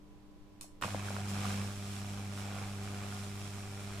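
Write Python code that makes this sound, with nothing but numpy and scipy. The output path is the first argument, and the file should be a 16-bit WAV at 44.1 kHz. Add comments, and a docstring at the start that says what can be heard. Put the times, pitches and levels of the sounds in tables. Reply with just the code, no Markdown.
"""A faint transformer hum and a few sparks from a probe come first, in a small workshop.
Then a high-voltage arc strikes a wooden board, and pockets of gas burst in a run of pops.
The arc flares on every half cycle of the mains, heating the air into a deep buzz and tearing at
the wood with a pulsing crackle. Boiling sap sizzles, and jets of burning gas gush now and then."""
import sys
import numpy as np
from scipy import signal
from scipy.fft import rfft, irfft
from scipy.io import wavfile

SR = 44100
rng = np.random.default_rng(int(sys.argv[2]) if len(sys.argv) > 2 else 0)


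def to_wav(sig):
    """Store sig (one row per channel, or 1-D mono) as 16-bit WAV at the path in sys.argv[1].

    Samples outside -1..1 are clipped; the rate is SR.
    """
    pcm = np.clip(np.atleast_2d(sig), -1, 1) * 32767
    pcm = np.round(pcm).astype(np.int16)
    wavfile.write(sys.argv[1], SR, pcm.T)  # frames by channels


N = 176400
T = np.arange(N) / SR

MAINS_HZ = 50
STRIKE_S, CATCH_S, BUZZ_RISE_S = 0.815, 0.0066, 0.083  # the strike; rise times of burning and buzz
FLARE_S, CRACKLE_LAG_S = 0.0057, 0.000092  # place of the flare in each half cycle; the crackle follows

# strength of the arc (time [s], relative level [dB])
ARC_LEVEL = [(0.86, -34.5), (0.88, -47.5), (0.93, -40), (1.0, -43), (1.47, -37), (1.67, -39), (1.72, -44),
             (2.19, -42.5), (2.98, -43.5), (3.79, -46), (3.97, -45)]
# strength of the wood's crackling (time [s], relative level [dB])
BURN_LEVEL = [(.82, -43), (.85, -40.5), (.88, -49), (.92, -48), (1.0, -47.5), (1.07, -48), (1.17, -47.5),
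              (1.25, -51), (1.45, -43.5), (1.59, -46.5), (1.77, -55), (2.03, -51.5), (2.36, -55),
              (2.39, -51.5), (2.56, -48), (2.7, -52), (2.77, -53.5), (2.88, -50), (3.08, -50), (3.3, -53.5),
              (3.7, -53.5), (4, -50.5)]
# strength of the sizzle and ticks (time [s], relative level [dB])
SIZZLE_LEVEL = [(0.83, -49.5), (1.03, -56), (1.07, -51), (1.27, -56), (1.29, -49), (1.32, -51), (1.51, -49),
                (1.8, -55.5), (1.83, -52.5), (1.96, -52.5), (2.05, -55), (2.29, -56.5), (2.41, -52.5),
                (2.44, -55.5), (2.8, -56), (3.07, -56), (3.14, -52), (3.23, -53), (3.28, -54.5),
                (3.52, -54.5), (3.65, -57), (3.98, -56)]


def amp(db):
    """Amplitude ratio of a level in decibels."""
    return 10 ** (np.asarray(db) / 20)


def unit(x):
    """Normalisation to rms 1."""
    return x / np.sqrt(np.mean(x ** 2) + 1e-20)


def curve(points):
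    """Linear interpolation of a time table at every sample."""
    return np.interp(T, *np.transpose(points))


def read(points, hz):
    """Interpolation of a table on a logarithmic frequency axis."""
    f, value = np.transpose(points)
    return np.interp(np.log(hz + 1), np.log(f + 1), value)


def drift(hz):
    """Low-pass noise of rms 1: a random fluctuation up to the given rate."""
    f = np.fft.rfftfreq(N, 1 / SR)
    return unit(irfft(rfft(rng.standard_normal(N)) / (1 + (f / hz) ** 4), N))


def colour(x, points, size=4096):
    """Minimum-phase filtering with the given spectrum."""
    log_gain = np.log(amp(read(points, abs(np.fft.fftfreq(size, 1 / SR)))))
    taps = np.fft.ifft(np.exp(np.conj(signal.hilbert(log_gain)))).real[:size // 2]
    return signal.oaconvolve(np.atleast_2d(x), taps[None], axes=1)[:, :N]


def resonate(x, hz, width):
    """A damped resonator of peak gain 1 whose natural frequency may move."""
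    turn = np.exp(2j * np.pi * np.cumsum(hz * np.ones(N)) / SR)
    pole = np.exp(-np.pi * width / SR)
    return 2 * (turn * signal.lfilter([1 - pole], [1, -pole], x / turn + 1e-18)).real


def diffuse(pair):
    """Diffuse field: two independent signals become partly coherent at low frequencies."""
    # likeness of left and right (frequency [Hz], coherence [0-1])
    coherence = [(20, 0.19), (50, 0.25), (100, 0.67), (300, 0.39), (600, 0.36), (1200, 0.32), (3000, 0),
                 (15000, 0)]
    size = pair.shape[1]
    a, b = rfft(pair)
    alike = read(coherence, np.fft.rfftfreq(size, 1 / SR))
    mid, side = a * np.sqrt((1 + alike) / 2), b * np.sqrt((1 - alike) / 2)
    return irfft(np.array([mid + side, mid - side]), size)


def workshop(x, near_db, tail_db, near_s=0.0015, size=16384):
    """Room response: direct sound, early reflections from board and bench, and short reverberation."""
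    # reverberation of the room (frequency [Hz], time to fall 60 dB [s])
    decay_times = [(150, 0.34), (800, 0.15), (3000, 0.24), (9000, 0.29), (15000, 0.16)]
    t = np.arange(size) / SR
    near = diffuse(rng.standard_normal((2, size)) * np.exp(-t / near_s) * (t > near_s / 10))
    hz, age, bands = signal.stft(rng.standard_normal((2, size)), SR, nperseg=256)
    decay = amp(-60 * age / read(decay_times, hz)[:, None])
    tail = signal.istft(bands * decay, SR, nperseg=256)[1][:, :size]
    tail = diffuse(tail * np.minimum(t / 0.0048, 1))
    paths = (t == 0) + amp(near_db) * near / np.linalg.norm(near[0])
    paths += amp(tail_db) * tail / np.linalg.norm(tail[0])
    return signal.fftconvolve(np.atleast_2d(x), paths / np.linalg.norm(paths.mean(0)), axes=1)[:, :N]


def hopping(grains, spectrum, near_db, tail_db, near_s, count=3):
    """Multipath: the discharge hops between spots on the board, each with its own reflections."""
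    spot = rng.integers(0, count, N)
    arrivals = sum(workshop(grains * (spot == k), near_db, tail_db, near_s) for k in range(count))
    return unit(colour(arrivals, spectrum))


def lit(rise_s):
    """Linear onset from 0 to 1 as the arc strikes."""
    return np.clip((T - STRIKE_S) / rise_s, 0, 1)


def flares(depth_db):
    """Amplitude modulation with one swell in every half cycle of the mains."""
    return amp(depth_db * np.cos(2 * np.pi * 2 * MAINS_HZ * (T - FLARE_S - CRACKLE_LAG_S)))


def snaps(per_s, spread_db):
    """Poisson process of tiny discharges, a few much larger than the rest."""
    size = amp(spread_db * np.minimum(rng.exponential(1, N), 4.5))
    return size * rng.choice([-1., 1.], N) * (rng.random(N) < per_s / SR)


def background():
    """Transformers hum at even mains harmonics until the arc loads them; the room rumbles throughout."""
    # idle hum (multiple of the mains frequency, level [dB])
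    harmonics = [(4, -65.5), (6, -62.5), (8, -78), (12, -83.5), (16, -80.5), (20, -77.5), (22, -86),
                 (26, -96.5)]
    # ambient noise (frequency [Hz], relative level [dB])
    room_tone = [(20, 5.5), (55, 0.5), (90, -4), (150, -6.5), (250, -11.5), (400, -10.5), (700, -19),
                 (1000, -21), (1500, -27), (3000, -28.5), (6000, -34), (15000, -43.5)]
    hum = sum(amp(db + 0.5 * drift(6.6)) * np.cos(2 * np.pi * (round(k) * MAINS_HZ * T + rng.random()))
              for k, db in harmonics)
    air = unit(colour(diffuse(rng.standard_normal((2, N))), room_tone))
    return np.sqrt(2) * hum * (1 - lit(BUZZ_RISE_S)) + amp(-56.5) * air


def sparks():
    """Impulsive excitation: bright spits as the probe finds the wood set its metal ringing briefly."""
    # single sparks (time [s], relative level [dB], decay time [s])
    spits = [(0.611, -41, 0.0009), (0.6197, -48, 0.0016), (0.6255, -57, 0.0047), (0.6305, -57.5, .005),
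             (0.64, -65, .004), (0.8133, -35, 0.00017), (0.833, -50, 0.001), (0.8358, -44, 0.0005)]
    # colour of a spark (frequency [Hz], gain [dB])
    spectrum = [(590, -34), (1000, -4), (1560, -11), (2530, -9), (4310, -6), (4890, -14), (5230, -0.5),
                (7260, -1), (15000, -10.5)]
    # modes of the probe (frequency [Hz], bandwidth [Hz], gain [dB])
    modes = [(2560, 120, -7), (3090, 64, -3), (4320, 150, 0), (5400, 63, 2), (6700, 300, -5),
             (7660, 130, 2), (9430, 130, -1)]
    envelope = sum(amp(db) * (T >= start) * np.exp(-abs(T - start) / decay) for start, db, decay in spits)
    spit = envelope * rng.standard_normal(N)
    ring = sum(amp(db) * resonate(spit, hz, width) for hz, width, db in modes)
    return amp(9.5) * workshop(colour(spit, spectrum) + ring, near_db=4, tail_db=1)


def roar():
    """Modulated low noise: the flame pushes the air unevenly from flare to flare."""
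    # colour of the flame (frequency [Hz], relative level [dB])
    spectrum = [(30, -10), (80, -23), (112, 5), (133, 11), (175, -2), (230, 3), (330, -3.5), (600, -10),
                (2000, -57.5), (15000, -64)]
    puffs = colour(rng.standard_normal(N) * flares(depth_db=-1.5), spectrum)
    return amp(-14) * unit(puffs) * amp(curve(ARC_LEVEL)) * lit(CATCH_S)


def gushes():
    """Jet noise: burning gas swells and fades, with a throaty flutter at the flare rate."""
    # Gaussian swells (peak time [s], standard deviation [s], level [dB])
    swells = [(2.204, 0.061, -58), (2.59, 0.11, -52), (2.915, .045, -58.5), (3.1, 0.048, -58.5)]
    # colour of a jet (frequency [Hz], relative level [dB])
    spectrum = [(100, -42), (450, -4), (620, -9), (760, 4), (900, -4), (1030, -2), (1300, -8), (1900, -21),
                (2450, -13), (3200, -26), (15000, -56)]
    envelope = sum(amp(db) * np.exp(-0.5 * ((T - peak) / width) ** 2) for peak, width, db in swells)
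    jet = colour(rng.standard_normal(N) * flares(depth_db=6.5), spectrum)
    return envelope * unit(workshop(jet, near_db=-0.5, tail_db=-11))


def sizzle():
    """Shot noise: sap boils and char splits in a fine bright fizz over a hiss."""
    # colour of the fizz (frequency [Hz], relative level [dB])
    spectrum = [(100, -32), (1000, -10.5), (2500, -1.5), (3600, 2), (4600, -2.5), (5400, 3.5), (6300, -2.5),
                (7600, 0.5), (8500, -3), (9500, -0.5), (11500, -9), (15000, -11)]
    fizz = unit(snaps(per_s=3600, spread_db=4.5)) + amp(-9.5) * rng.standard_normal(N)
    sound = hopping(fizz * flares(depth_db=1.5), spectrum, near_db=7, tail_db=11.5, near_s=0.0005)
    return amp(1.18) * sound * amp(curve(SIZZLE_LEVEL)) * lit(CATCH_S)


def ticks(lag_s=0.0012, jitter_s=0.0009):
    """Jittered pulse train: the arc snaps off after each flare, never quite on time or equally hard."""
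    # colour of a tick (frequency [Hz], relative level [dB])
    spectrum = [(100, -25), (700, -0.5), (1500, 4), (3000, -1.5), (6000, -2.5), (9000, -11), (15000, -26)]
    beats = np.arange(0, N / SR, 1 / (2 * MAINS_HZ))
    late, size = rng.standard_normal((len(beats), 2)).T
    at = np.round((beats + FLARE_S + lag_s + jitter_s * late) * SR).astype(int) % N
    train = np.bincount(at, -amp(2.9 * np.minimum(size, 1.5)), N)
    sound = hopping(train, spectrum, near_db=6, tail_db=4.5, near_s=0.00067)
    return amp(-3.5) * sound * amp(curve(SIZZLE_LEVEL)) * lit(CATCH_S)


def sputter(wander=0.016):
    """Modal ringing: snaps in each flare excite the board, whose resonances shift as the arc creeps."""
    # modes of the board (frequency [Hz], bandwidth [Hz], relative gain [dB])
    modes = [(767, 70, -3), (1047, 50, -4), (1181, 30, 1.5), (1419, 57, 0), (2302, 79, -4), (2507, 46, -9)]
    grains = snaps(per_s=3000, spread_db=2) * flares(depth_db=9)
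    ring = sum(amp(db) * resonate(grains, hz * (1 + wander * drift(4.6)), width)
               for hz, width, db in modes)
    sound = unit(workshop(ring, near_db=2.5, tail_db=-5))
    return amp(-6.5) * sound * amp(curve(BURN_LEVEL)) * lit(CATCH_S)


def pops():
    """Damped oscillation: each pocket of gas bursts with a brief swing of pressure."""
    # gas bursts (time [s], relative level [dB], frequency [Hz], rise time [s])
    bursts = [(0.6427, -47, 720, 0.0011), (0.8132, -32, 1400, 0.000089), (0.8238, -22.5, 1310, 0.00046),
              (0.8239, -26, 2900, 0.00021), (0.825, -30.5, 1900, 0.00045), (.8275, -38, 170, 0.0016),
              (0.8364, -26.5, 2310, 0.00017), (0.8373, -23.5, 1190, 0.0006), (0.8453, -24.5, 810, 0.00038),
              (.8454, -33, 2600, .0003), (0.88, -32, 800, 0.00072), (0.8875, -30, 875, 0.0002),
              (0.9455, -37, 1250, 0.00026), (.9458, -23, 704, 0.00055), (0.9483, -28, 212, 0.0015),
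              (0.996, -33, 1500, .0002), (1.084, -36, 1450, 0.00095), (1.105, -33.5, 760, .0006),
              (1.1658, -26.5, 1150, 0.00021), (1.1845, -34, 650, .0005), (1.453, -30.5, 1160, 0.00066),
              (1.5435, -31, 2300, 0.00015), (2.3762, -33, 1590, 0.0002), (2.587, -33, 1500, 0.00012),
              (2.638, -32, 1900, 0.00011)]
    pressure = np.zeros(N)
    for start, db, hz, rise in bursts:
        age = np.maximum(T - start, 0)
        envelope = age / rise * np.exp(1 - age / rise)
        pressure += amp(db) * envelope * np.sin(2 * np.pi * hz * age)
    return amp(-3) * workshop(pressure, near_db=5, tail_db=-9.5)


def crackle():
    """Modulated shot noise: each flare tears at the wood with a cluster of snaps."""
    # colour of the snaps (frequency [Hz], relative level [dB])
    spectrum = [(100, -1.5), (250, 0), (350, -6), (520, -4), (750, 1.5), (950, -3.5), (1220, 0.5),
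                (1500, -4), (1850, -8), (2350, -4.5), (2900, -11), (4000, -14), (7000, -16.5), (15000, -35)]
    grains = snaps(per_s=6500, spread_db=3) * flares(depth_db=5.6) * amp(0.7 * drift(100))
    sound = hopping(grains, spectrum, near_db=-1, tail_db=-2.5, near_s=0.0009, count=4)
    return amp(0.2) * sound * amp(curve(BURN_LEVEL)) * lit(CATCH_S)


def buzz():
    """Thermoacoustic tone: the arc heats the air twice per mains cycle; a stronger arc sounds harder."""
    # partials (multiple of the flare rate, relative level [dB], growth with the arc [dB/dB], waver [dB])
    partials = [(1, -0.5, 0.79, 0.24), (2, -5, 1.13, 1), (3, -18.5, 0.13, 1.45), (5, -27, 1.5, 1),
                (6, -26, 0.1, 4)]
    # the fourth partial swells and fades by itself (time [s], level [dB])
    fourth_level = [(.82, -69), (1.0, -58.5), (1.7, -59.5), (2.15, -62), (2.42, -59.5), (2.65, -71.5),
                    (2.8, -56), (3.15, -59), (4, -58.5)]
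    level = curve(ARC_LEVEL)
    usual = np.median(level)
    phase = 2 * np.pi * (2 * MAINS_HZ * (T - FLARE_S) + 0.008 * drift(28))
    tone = sum(amp(usual + db + growth * (level - usual) + waver * drift(15.3)) * np.cos(round(k) * phase)
               for k, db, growth, waver in partials)
    fourth = amp(curve(fourth_level)) * np.cos(4 * phase)
    return -np.sqrt(2) * (tone + fourth) * lit(BUZZ_RISE_S)


def scene():
    """Superposition of all sources; a level difference leans each band left or right."""
    # stereo balance (frequency [Hz], left minus right [dB])
    balance = [(60, -.3), (100, -.6), (200, -1.2), (300, -.2), (450, 3), (740, 2), (1220, -6.5),
               (2000, -1.7), (3300, -2), (5500, .2), (9000, -2.8), (15000, -2)]
    mix = buzz() + roar() + gushes() + crackle() + sputter() + ticks() + sizzle()
    mix = mix + sparks() + pops() + background()
    lean = read(balance, np.fft.rfftfreq(N, 1 / SR)) / 2
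    return irfft(rfft(mix) * amp([lean, -lean]), N)


def record(dry):
    """Band limiting: a linear-phase low-pass filter removes the highest treble."""
    low_pass = signal.firwin(401, cutoff=15200, window=("kaiser", 8), fs=SR)
    return signal.oaconvolve(dry, low_pass[None], "same")


dry = scene()
out = record(dry)
to_wav(out)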